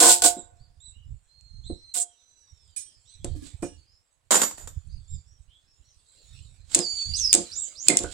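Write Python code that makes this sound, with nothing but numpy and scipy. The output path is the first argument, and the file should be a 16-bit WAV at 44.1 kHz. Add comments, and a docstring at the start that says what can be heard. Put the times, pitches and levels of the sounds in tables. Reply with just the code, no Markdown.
"""A worker in gloves and stiff clothes pries at nailed timbers on a concrete yard.
First a nail sticks and slips in the wood, squealing and groaning. Throughout, light wind bumps the
microphone, sleeves rustle, and thin squeaks, probably ribbed cloth, follow the arm. Near 3 s a crowbar
clinks, and at 4.3 s a dropped tool clatters. From 6.7 s the steel claw is jabbed at a nail: it snaps,
the beams thud, and at last the nail twangs."""
import sys
import numpy as np
from scipy import signal
from scipy.fft import rfft, irfft
from scipy.io import wavfile
from scipy.ndimage import uniform_filter1d

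SR = 44100
rng = np.random.default_rng(int(sys.argv[2]) if len(sys.argv) > 2 else 0)


def master_out(mix):
    """Clip the mix to full scale and print it as 16-bit PCM to the path in sys.argv[1]."""
    frames = np.transpose(np.atleast_2d(mix))
    ceiling = np.clip(frames, -1, 1)
    pcm = np.round(ceiling * 32767).astype(np.int16)
    wavfile.write(sys.argv[1], SR, pcm)


N = 358533
T = np.arange(N) / SR

# the notes a beam rings with: f/Hz, level/dB, ring time/s (the time to fade by 60 dB)
TIMBER_NOTES = [(254.3, -2.5, 0.069), (316, 3.5, 0.09), (352.1, -1, 0.16), (480.4, -11.5, 0.19),
                (553, -8.5, .16), (705.7, -10, 0.21), (892, -29, 0.33), (1044, -13, 0.036),
                (1464, -22.5, 0.067)]
# tone colours of scraped steel and of rubbed cloth: f/Hz, relative level/dB
SCRAPE_COLOUR = [(200, -29), (1000, -25.5), (2200, -10.5), (3000, -5.5), (4000, 0), (5800, -0.5), (8400, 1),
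                 (12000, -9), (16000, -14)]
CLOTH_COLOUR = [(150, -6), (1000, -15), (2200, -13), (4000, -4), (6000, -9.5), (7800, 0), (9500, -16.5),
                (12000, -31.5), (16000, -29.5)]


def amp(db):
    return 10 ** (np.asarray(db) / 20)


def unit_level(x):
    return x / np.sqrt(np.mean(x ** 2) + 1e-20)


def value_at(points, hz):
    f, value = np.transpose(points)
    return np.interp(np.log(hz + 1), np.log(f + 1), value)


def swell(curve):
    """A gain that follows rows of t/s, level/dB."""
    s, db = np.transpose(curve)
    return amp(np.interp(T, np.sort(s), db))


def wander(hz):
    """A random wobble of size about 1, mostly slower than hz."""
    spectrum = rfft(rng.standard_normal(N))
    return unit_level(irfft(spectrum / (1 + (np.fft.rfftfreq(N, 1 / SR) / hz) ** 4), N))


def stereo_noise(alike):
    """Left and right hiss, from unrelated (0) to the same (1)."""
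    a, b = rng.standard_normal((2, N))
    return np.array([a, alike * a + np.sqrt(1 - alike ** 2) * b])


def convolve(x, response):
    return signal.oaconvolve(np.atleast_2d(x), np.atleast_2d(response), axes=1)[:, :N]


def tone_filter(points, size=4096):
    """The promptest (minimum-phase) filter with a given tone colour."""
    log_gain = np.log(amp(value_at(points, abs(np.fft.fftfreq(size, 1 / SR)))))
    return np.fft.ifft(np.exp(np.conj(signal.hilbert(log_gain)))).real[:size // 2]


def colour(x, points):
    """Shapes the tone; plain hiss keeps its power."""
    response = tone_filter(points)
    return convolve(x, response / np.linalg.norm(response))


def ring(notes):
    """A struck object's notes, as fading sine waves."""
    t = T[:SR // 2]
    return sum(amp(db - 60 * t / ring_s) * np.sin(2 * np.pi * (hz * t + rng.random()))
               for hz, db, ring_s in notes)


def add(mix, s, sound):
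    part = mix[..., max(round(s * SR), 0):][..., :sound.shape[-1]]
    part += sound[..., :part.shape[-1]]


def contacts(rows, rise_s=0.0001):
    """The loudness outline of sudden hits that each fade fast."""
    power, t = np.zeros(N), T[:SR // 4]
    for s, db, fade in rows:
        add(power, s, (amp(db) * np.exp(-t / fade) * (1 - np.exp(-t / rise_s))) ** 2)
    return np.sqrt(power)


def place(x, pan_db, echo_db, far_db=-33, far_s=0.43):
    """Adds near echoes and a faint wash from far walls; positive pan is left."""
    # how long the yard echoes: f/Hz, ring time/s
    yard = [(200, 0.26), (1000, 0.21), (4000, 0.26), (8000, 0.26), (12000, 0.16), (16000, 0.017)]
    t = T[:SR]
    hz, s, noise = signal.stft(rng.standard_normal((2, len(t))), SR, nperseg=256)
    near = amp(-60 * s / value_at(yard, hz)[:, None])
    far = amp(far_db - 60 * s / far_s) / (1 + (hz[:, None] / 6000) ** 2)
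    tail = signal.istft(noise * (near + far), SR)[1][:, :len(t)] * (1 - np.exp(-t / 0.0006))
    echoes = amp(echo_db) * convolve(x, tail / np.linalg.norm(tail[0]))
    return (x + echoes) * amp([[pan_db / 2], [-pan_db / 2]])


def nail_creak(slips_hz=704, uneven=.13, slip_s=0.00053, rise_s=0.0052):
    """The nail sticks and slips: each tiny jerk rasps the steel and shakes the wood."""
    # pulls: t/s, length/s, relative squeal/dB, relative groan/dB, rasp over squeal/dB, fade/s, pan/dB
    pulls = [(-.025, 0.15, -13.5, -5.5, -1, 0.026, 1), (.219, 0.0068, -31, -8, 16, .005, 1),
             (0.234, 0.036, -14, -8.5, -2, .021, -2), (1.938, 0.051, -27, -31.5, -5, .014, -5),
             (1.998, 0.032, -22, -57, -27, 0.0058, -4)]
    # the nail's own ring, and how well it shakes the wood: f/Hz, relative level/dB
    squeal = [(3000, -37), (6000, -13.5), (7000, 0), (7600, 3.5), (8700, 0), (9600, -13.5), (12000, -35.5)]
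    grip = [(200, -10.5), (330, -3), (490, 6), (570, -8.5), (700, -4), (1070, 9), (1480, 7), (2100, -9.5)]
    slip_count = np.cumsum(slips_hz * (1 + uneven * wander(300))) / SR
    slips = (np.diff(np.floor(slip_count), prepend=0) > 0) * amp(rng.standard_normal(N))
    jerks = signal.lfilter([1], [1, -np.exp(-1 / (slip_s * SR))], slips)
    rasp = unit_level(jerks * stereo_noise(0.11))
    steel, groan = np.zeros((2, N)), np.zeros(N)
    for s, length, steel_db, wood_db, rasp_db, fade, pan_db in pulls:
        t = np.maximum(T - s, 0)
        held = (1 - np.exp(-t / rise_s)) * np.exp(-np.maximum(t - length, 0) / fade)
        drive = rasp * held * amp(steel_db - 2.5) * amp([[pan_db / 2], [-pan_db / 2]])
        steel += colour(drive, squeal) + amp(rasp_db) * colour(drive, SCRAPE_COLOUR)
        groan += amp(wood_db - 6) * (t < length) * abs(np.sin(np.pi * t / length)) ** 0.98
    body = ring([(hz, db + value_at(grip, hz), ring_s) for hz, db, ring_s in TIMBER_NOTES])
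    wood = convolve(unit_level(slips - slips.mean()) * groan, body / np.linalg.norm(body))
    return (place(steel, pan_db=1.5, echo_db=-20.5)
            + place(wood, pan_db=-1.5, echo_db=-9.5, far_db=-22.5, far_s=1.0))


def wind(lumps_db=6, lumps_hz=27):
    """A lumpy breeze bumps the microphone, mostly on the right, over a faint hush of air."""
    # breeze strength: t/s, relative level/dB
    strength = [(0, -49.5), (.75, -57.5), (1, -50.5), (1.3, -66.5), (1.55, -44.5), (2.15, -82.5),
                (2.65, -59), (2.85, -73), (3.65, -44), (4.1, -82), (4.8, -46), (5.5, -60.5), (5.85, -68),
                (6.2, -69.5), (6.6, -55), (8.13, -64)]
    # gusts: peak t/s, half length/s, relative level/dB
    peaks = [(1.114, 0.043, -35.5), (1.703, 0.053, -37.5), (3.306, 0.072, -30), (4.655, 0.023, -39),
             (4.948, 0.071, -38.5), (5.145, 0.034, -30.5), (6.404, 0.12, -47.5), (7.097, 0.028, -29),
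             (7.236, 0.091, -42), (8.056, 0.053, -38.5)]
    # tone colours of still air and of wind bumps: f/Hz, relative level/dB
    air = [(18, -36.5), (30, 4), (84, -4.5), (157, -20), (540, -7), (3220, -14.5), (4080, -18.5),
           (5590, -24.5), (7870, -20), (16000, -31.5)]
    rumble = [(15, -2.5), (40, 3), (80, 4), (130, -6), (200, -24), (400, -45), (1500, -76.5)]
    breeze = swell(strength) * amp(-3 + lumps_db * wander(lumps_hz))
    gusts = sum(amp(db) * np.exp(-((T - s) / length) ** 2) for s, length, db in peaks)
    bumps = colour(stereo_noise(0.66) * (breeze + gusts), rumble)
    return bumps * amp([[-11], [2]]) + amp(-78) * colour(stereo_noise(0.11), air)


def rustle(grain_db=2, warble_db=6):
    """Sleeves and gloves rub with a grainy hiss; a watery, compressed-audio warble is laid over it."""
    # how strongly the clothes rub: t/s, relative level/dB
    movement = [(0, -73), (.9, -75), (2.4, -71), (3.2, -67), (3.4, -58), (3.55, -62), (3.9, -73),
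                (4.22, -79.5), (4.6, -63.5), (5.3, -73.5), (5.9, -70), (6.35, -57), (6.66, -69.5),
                (6.9, -49), (7.7, -50.5), (7.82, -58), (8.13, -55)]
    spectra = signal.stft(stereo_noise(.5), nperseg=512)[2]
    warble = uniform_filter1d(rng.standard_normal(spectra.shape[1:]), size=4, axis=0)
    warble = unit_level(uniform_filter1d(warble, size=12, axis=1))
    hiss = unit_level(signal.istft(spectra * amp(warble_db * warble))[1][:, :N])
    rubbing = hiss * swell(movement) * amp(-3 + grain_db * wander(120))
    return place(colour(rubbing, CLOTH_COLOUR), pan_db=-2.5, echo_db=-5)


def claw():
    """The claw snaps against a nail: hard, very short hits of steel on steel."""
    # snaps: t/s, level/dB, fade/s
    snaps = [(.2205, -8, 0.0018), (1.41, -47, 0.0011), (3.2445, -24.5, 0.0031), (6.7475, -1.5, 0.0019),
             (6.7517, 6.5, 0.0003), (6.79, -13, 0.0017), (7.3293, 5, 0.0015), (7.3385, -4.5, 0.003),
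             (7.35, -2, 0.0015), (7.8838, 5, 0.0016), (7.903, -13, 0.0017), (7.9705, -3.5, 0.0017),
             (7.989, -17.5, 0.003), (8.036, -25.5, 0.0024)]
    # their tone colour: f/Hz, relative level/dB
    steel = [(200, -23.5), (1200, -24), (2600, -9.5), (4000, -4.5), (6000, -3.5), (7400, 9), (8300, 4.5),
             (9600, -4.5), (12000, -25.5), (16000, -28.5)]
    return place(colour(stereo_noise(0.089) * contacts(snaps), steel), pan_db=1.5, echo_db=-12)


def beams(rattle_db=-3, rattle_s=0.022):
    """A knocked beam rings and rattles on the ground; soft blows lack the high notes."""
    # blows: t/s, level/dB, rise/s, treble cutoff/Hz
    thuds = [(.367, -37.5, 0.0028, 895), (1.697, -30, 0.0012, 405), (3.245, -34, 0.00043, 1900),
             (3.34, -51, 0.0049, 885), (3.627, -27, 0.00011, 4000), (6.755, -11, 0.09, 3000),
             (6.79, -32, 0.0035, 3020), (7.342, -21.5, 0.011, 3000), (7.373, -23, 0.014, 910),
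             (7.889, -6, 0.072, 3000), (7.911, -23.5, 0.023, 915), (7.995, -18, 0.075, 2000),
             (8.037, -30.5, 0.003, 5000)]
    # the dull rattle: f/Hz, relative level/dB
    knock = [(60, -17), (150, 4), (300, 6.5), (600, -1), (1000, -9.5), (2200, -18.5), (3500, -24.5),
             (8000, -70)]
    out, t = np.zeros((2, N)), T[:SR // 2]
    rattle = amp(rattle_db) * colour(stereo_noise(0.44), knock)
    for s, db, rise, top_hz in thuds:
        grit = np.roll(rattle, -round(s * SR), axis=1)[:, :len(t)] * np.exp(-t / rattle_s)
        blow = amp(db) * (1 - np.exp(-t / rise)) * (ring(TIMBER_NOTES) + grit)
        add(out, s, signal.lfilter(*signal.butter(2, top_hz, fs=SR), blow))
    return place(out, pan_db=-2.5, echo_db=-17)


def arm_stroke(fastest, rise, fall, top_hz, sag, db, ends_db=-14.5):
    """Pitch and level arch as the arm speeds up and slows: rows of t/s, f/Hz, level/dB."""
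    u = np.linspace(-1, 1, 41)
    t = u * np.where(u < 0, rise, fall)
    hz = top_hz * (1 - sag * (t / max(rise, fall)) ** 2)
    return np.transpose([fastest + t, hz, db + ends_db * u ** 2])


def squeaks(waver=0.00388, flutter_db=2, fuzz_hz=340):
    """Ribs of cloth run over each other: speed sets the pitch, and uneven ribs blur it."""
    # arm strokes: fastest t/s, rise/s, fall/s, top f/Hz, pitch sag/fraction, level/dB,
    # then, relative to the main note: fifth above/dB, octave above/dB, fuzz/dB
    strokes = [(0.387, 0.039, 0.037, 3860, 0.13, -60.5, -20, 13, -12),
               (0.856, .055, 0.0486, 3964, 0.11, -57, -27, 3, -13),
               (1.701, 0.065, 0.045, 4100, 0.19, -51, -33.5, -8.5, -12),
               (2.278, 0.2, 0.56, 4035, 0.36, -77, 10, -6.5, -16),
               (3.121, 0.067, 0.044, 4085, .16, -60.5, -3, -1, -8.5),
               (5.12, 0.042, 0.047, 3736, .08, -63, -12, 12.5, -13.5),
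               (6.962, 0.011, 0.035, 4420, 0.4, -48.5, -26, -7, -2.5),
               (7.17, 0.011, 0.025, 4130, 0.24, -42.5, -30, 5.5, -2),
               (7.609, 0.1, 0.063, 7700, .52, -38, -66, -56, -0.5),
               (7.861, 0.11, 0.026, 7240, .5, -44.5, -50, -47.5, 1)]
    # three long rubs: t/s, f/Hz, level/dB
    slow = [(1.27, 4130, -73), (1.374, 4253, -64), (1.842, 4142, -60), (1.93, 4144, -49.5)]
    steady = [(6.8, 5164, -33), (6.86, 4544, -36.5), (6.942, 4640, -33), (7.042, 4467, -37.5),
              (7.07, 4516, -38.5), (7.125, 4750, -38)]
    quick = [(7.135, 4380, -28.5), (7.159, 5900, -34), (7.189, 6738, -33.5), (7.195, 6370, -32),
             (7.221, 5680, -29), (7.251, 5186, -27), (7.322, 4747, -33.5)]
    rubs = [(arm_stroke(*arch), fifth, octave, fuzz) for *arch, fifth, octave, fuzz in strokes]
    rubs += [(slow, -20, -25, -20), (steady, -11, -28, -13), (quick, -29, -34, -13)]
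    out = np.zeros(N)
    drift, flutter = 1 + waver * wander(73), amp(flutter_db * wander(31))
    fuzz = wander(fuzz_hz) + 1j * wander(fuzz_hz)
    for curve, fifth_db, octave_db, fuzz_db in rubs:
        s, hz, db = np.transpose(curve)
        on = (T > s[0]) & (T < s[-1])
        phase = 2 * np.pi * np.cumsum(np.interp(T[on], s, hz) * drift[on]) / SR
        blur = 1 + amp(fuzz_db) * fuzz[on]
        notes = ((.5, -37), (1, 0), (1.5, fifth_db), (2, octave_db))
        tone = sum(amp(level) * (blur * np.exp(1j * ratio * phase)).real for ratio, level in notes)
        loudness = amp(np.interp(T[on], s, db)) * flutter[on] * signal.windows.tukey(on.sum(), .05)
        out[on] += np.sqrt(2) * tone * loudness
    return place(out, pan_db=-6, echo_db=-3)


def faint_squeaks(count=42, softest_db=-71, spread_db=8, blur=0.022, typical_s=.12):
    """Small slanting arcs of pitch, scattered at random times."""
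    out, shake = np.zeros(N + SR), np.resize(wander(560), N + SR)
    for when, pitch, size, curve, length, slant in rng.random((count, 6)):
        u = np.linspace(-1, 1, int(typical_s * (.5 + length) * SR))
        bend = .17 * ((slant - .5) * u - curve * u ** 2)
        hz = 2900 * 2.2 ** pitch * (1 + bend + blur * shake[int(when * N):][:len(u)])
        loudness = amp(softest_db + spread_db * size) * (1 - u ** 2)
        add(out, when * N / SR, loudness * np.sin(2 * np.pi * np.cumsum(hz) / SR))
    return place(out[:N], pan_db=-1.5, echo_db=-1.5)


def crowbar(scrape_db=-16, scrape_s=0.023, rise_s=0.0034):
    """A short scrape rings the bar, mainly the notes within that contact's range."""
    # clinks: t/s, level/dB, lowest f/Hz, highest f/Hz
    clinks = [(2.762, -30, 4220, 14000), (3.359, -46, 200, 1970), (3.42, -45, 199, 1980),
              (3.471, -63, 200, 4000), (3.623, -36.5, 201, 8100)]
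    # the bar's notes: f/Hz, level/dB, ring time/s
    notes = [(289.6, 12.5, 0.051), (1174, -20, 0.092), (1677, -15, 0.14), (2415, -12.5, 0.091),
             (2960, -24, 0.2), (4130, -34, 0.7), (5330, -10, 0.13), (6090, -17, 0.12), (5850, -15, .22),
             (6740, -6.5, 0.063), (7870, -0.5, 0.057), (7850, -56, .15), (8530, 1, 0.13), (8877, -17, 0.12),
             (9150, -11.5, 0.1), (9430, -9, 0.12), (10340, -16, 0.19)]
    out, onset = np.zeros((2, N)), 1 - np.exp(-T[:SR // 2] / rise_s)
    for s, db, low_hz, high_hz in clinks:
        reached = [(hz, level - 10 * np.log10((1 + (low_hz / hz) ** 4) * (1 + (hz / high_hz) ** 16)),
                    ring_s) for hz, level, ring_s in notes]
        add(out, s, amp(db) * onset * np.array([ring(reached), ring(reached)]))
    touches = contacts([(s, db + scrape_db, scrape_s) for s, db, *_ in clinks])
    scrape = colour(stereo_noise(0.23) * touches, SCRAPE_COLOUR)
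    return place(out + scrape, pan_db=-4, echo_db=1)


def bar_slides(grain_db=3, rise_db_per_s=434):
    """The bar slides through the glove and along the wood, swelling up to each contact."""
    # slides: loudest t/s, relative level/dB, fall/(dB per s)
    slides = [(3.468, -41.5, 427), (6.757, -25.5, 330), (7.333, -38.5, 129), (7.883, -35, 101),
              (8.13, -39.5, 290)]
    friction = sum(amp(db - np.maximum((s - T) * rise_db_per_s, (T - s) * fall))
                   for s, db, fall in slides)
    hiss = stereo_noise(.5) * friction * amp(-6 + grain_db * wander(100))
    return place(colour(hiss, CLOTH_COLOUR), pan_db=-8, echo_db=-5)


def dropped_tool(ring_db=-5, grit_db=2):
    """Gritty bounces on concrete keep a thin shaft ringing."""
    # bounces: t/s, level/dB, fade/s
    bounces = [(4.3075, -11, 0.0065), (4.319, -14, 0.021), (4.3435, -16, 0.0097), (4.354, -12, 0.013),
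               (4.376, -21, 0.0073), (4.396, -27.5, 0.029), (4.416, -15.5, 0.01), (4.433, -20.5, 0.013),
               (4.511, -34, 0.0064), (4.575, -45, 0.051), (4.674, -38.5, 0.0099)]
    # the shaft's notes: f/Hz, relative level/dB, ring time/s
    notes = [(3604, -12.5, 0.13), (4600, -20, 0.13), (5900, -8, .08), (7105, 5, 0.17), (7650, -5, .12),
             (10900, -9.5, .15), (11970, -10, .13), (14900, -12, .1), (7750, -13.5, .22), (7060, -3, .2),
             (8050, -11.5, .17), (8180, -6.5, .15), (11040, -18, .13)]
    # tone colour of struck concrete: f/Hz, relative level/dB
    concrete = [(80, -49), (160, -1), (220, 3), (600, 5), (1500, 1.5), (2500, -7), (4000, -5.5), (6000, -5),
                (7500, 9), (9500, -9), (12500, -18.5), (16000, -28)]
    grit = stereo_noise(0.2) * contacts(bounces) * unit_level(amp(grit_db * wander(250)))
    shaft = ring(notes)
    ringing = amp(ring_db) * convolve(grit, shaft / np.linalg.norm(shaft))
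    return place(colour(grit, concrete) + ringing, pan_db=-0.5, echo_db=-9)


def nail_twangs(rise_s=0.0011):
    """A nail bent aside swings back with one short note."""
    # twangs: t/s, f/Hz, level/dB, ring time/s
    twangs = [(7.883, 2473, -19.5, 0.028), (7.9, 2090, -17.5, 0.029), (8.045, 1495, -29.5, 0.037)]
    out, t = np.zeros(N), T[:SR // 2]
    for s, hz, db, ring_s in twangs:
        add(out, s, ring([(hz, db, ring_s)]) * (1 - np.exp(-t / rise_s)))
    return place(out, pan_db=-4, echo_db=0)


def scene():
    return (nail_creak() + wind() + rustle() + claw() + beams() + squeaks() + faint_squeaks()
            + crowbar() + bar_slides() + dropped_tool() + nail_twangs())


def record(dry, top_hz=16200):
    """Each side of the microphone has its own tone; the hardest snaps clip; the top treble is cut."""
    # balance of the two sides: f/Hz, left minus right/dB
    balance = [(100, -1), (1000, -3), (4000, -4.5), (6000, -2), (8000, -6), (10000, -14), (14000, -2.5)]
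    sides = np.array([tone_filter([(hz, side * db / 2) for hz, db in balance]) for side in (1, -1)])
    clipped = np.clip(convolve(dry, sides), -1, 1)
    treble_cut = signal.firwin(511, top_hz, window=("kaiser", 9), fs=SR)
    return signal.oaconvolve(clipped, treble_cut[None], "same")


dry = scene()
out = record(dry)
master_out(out)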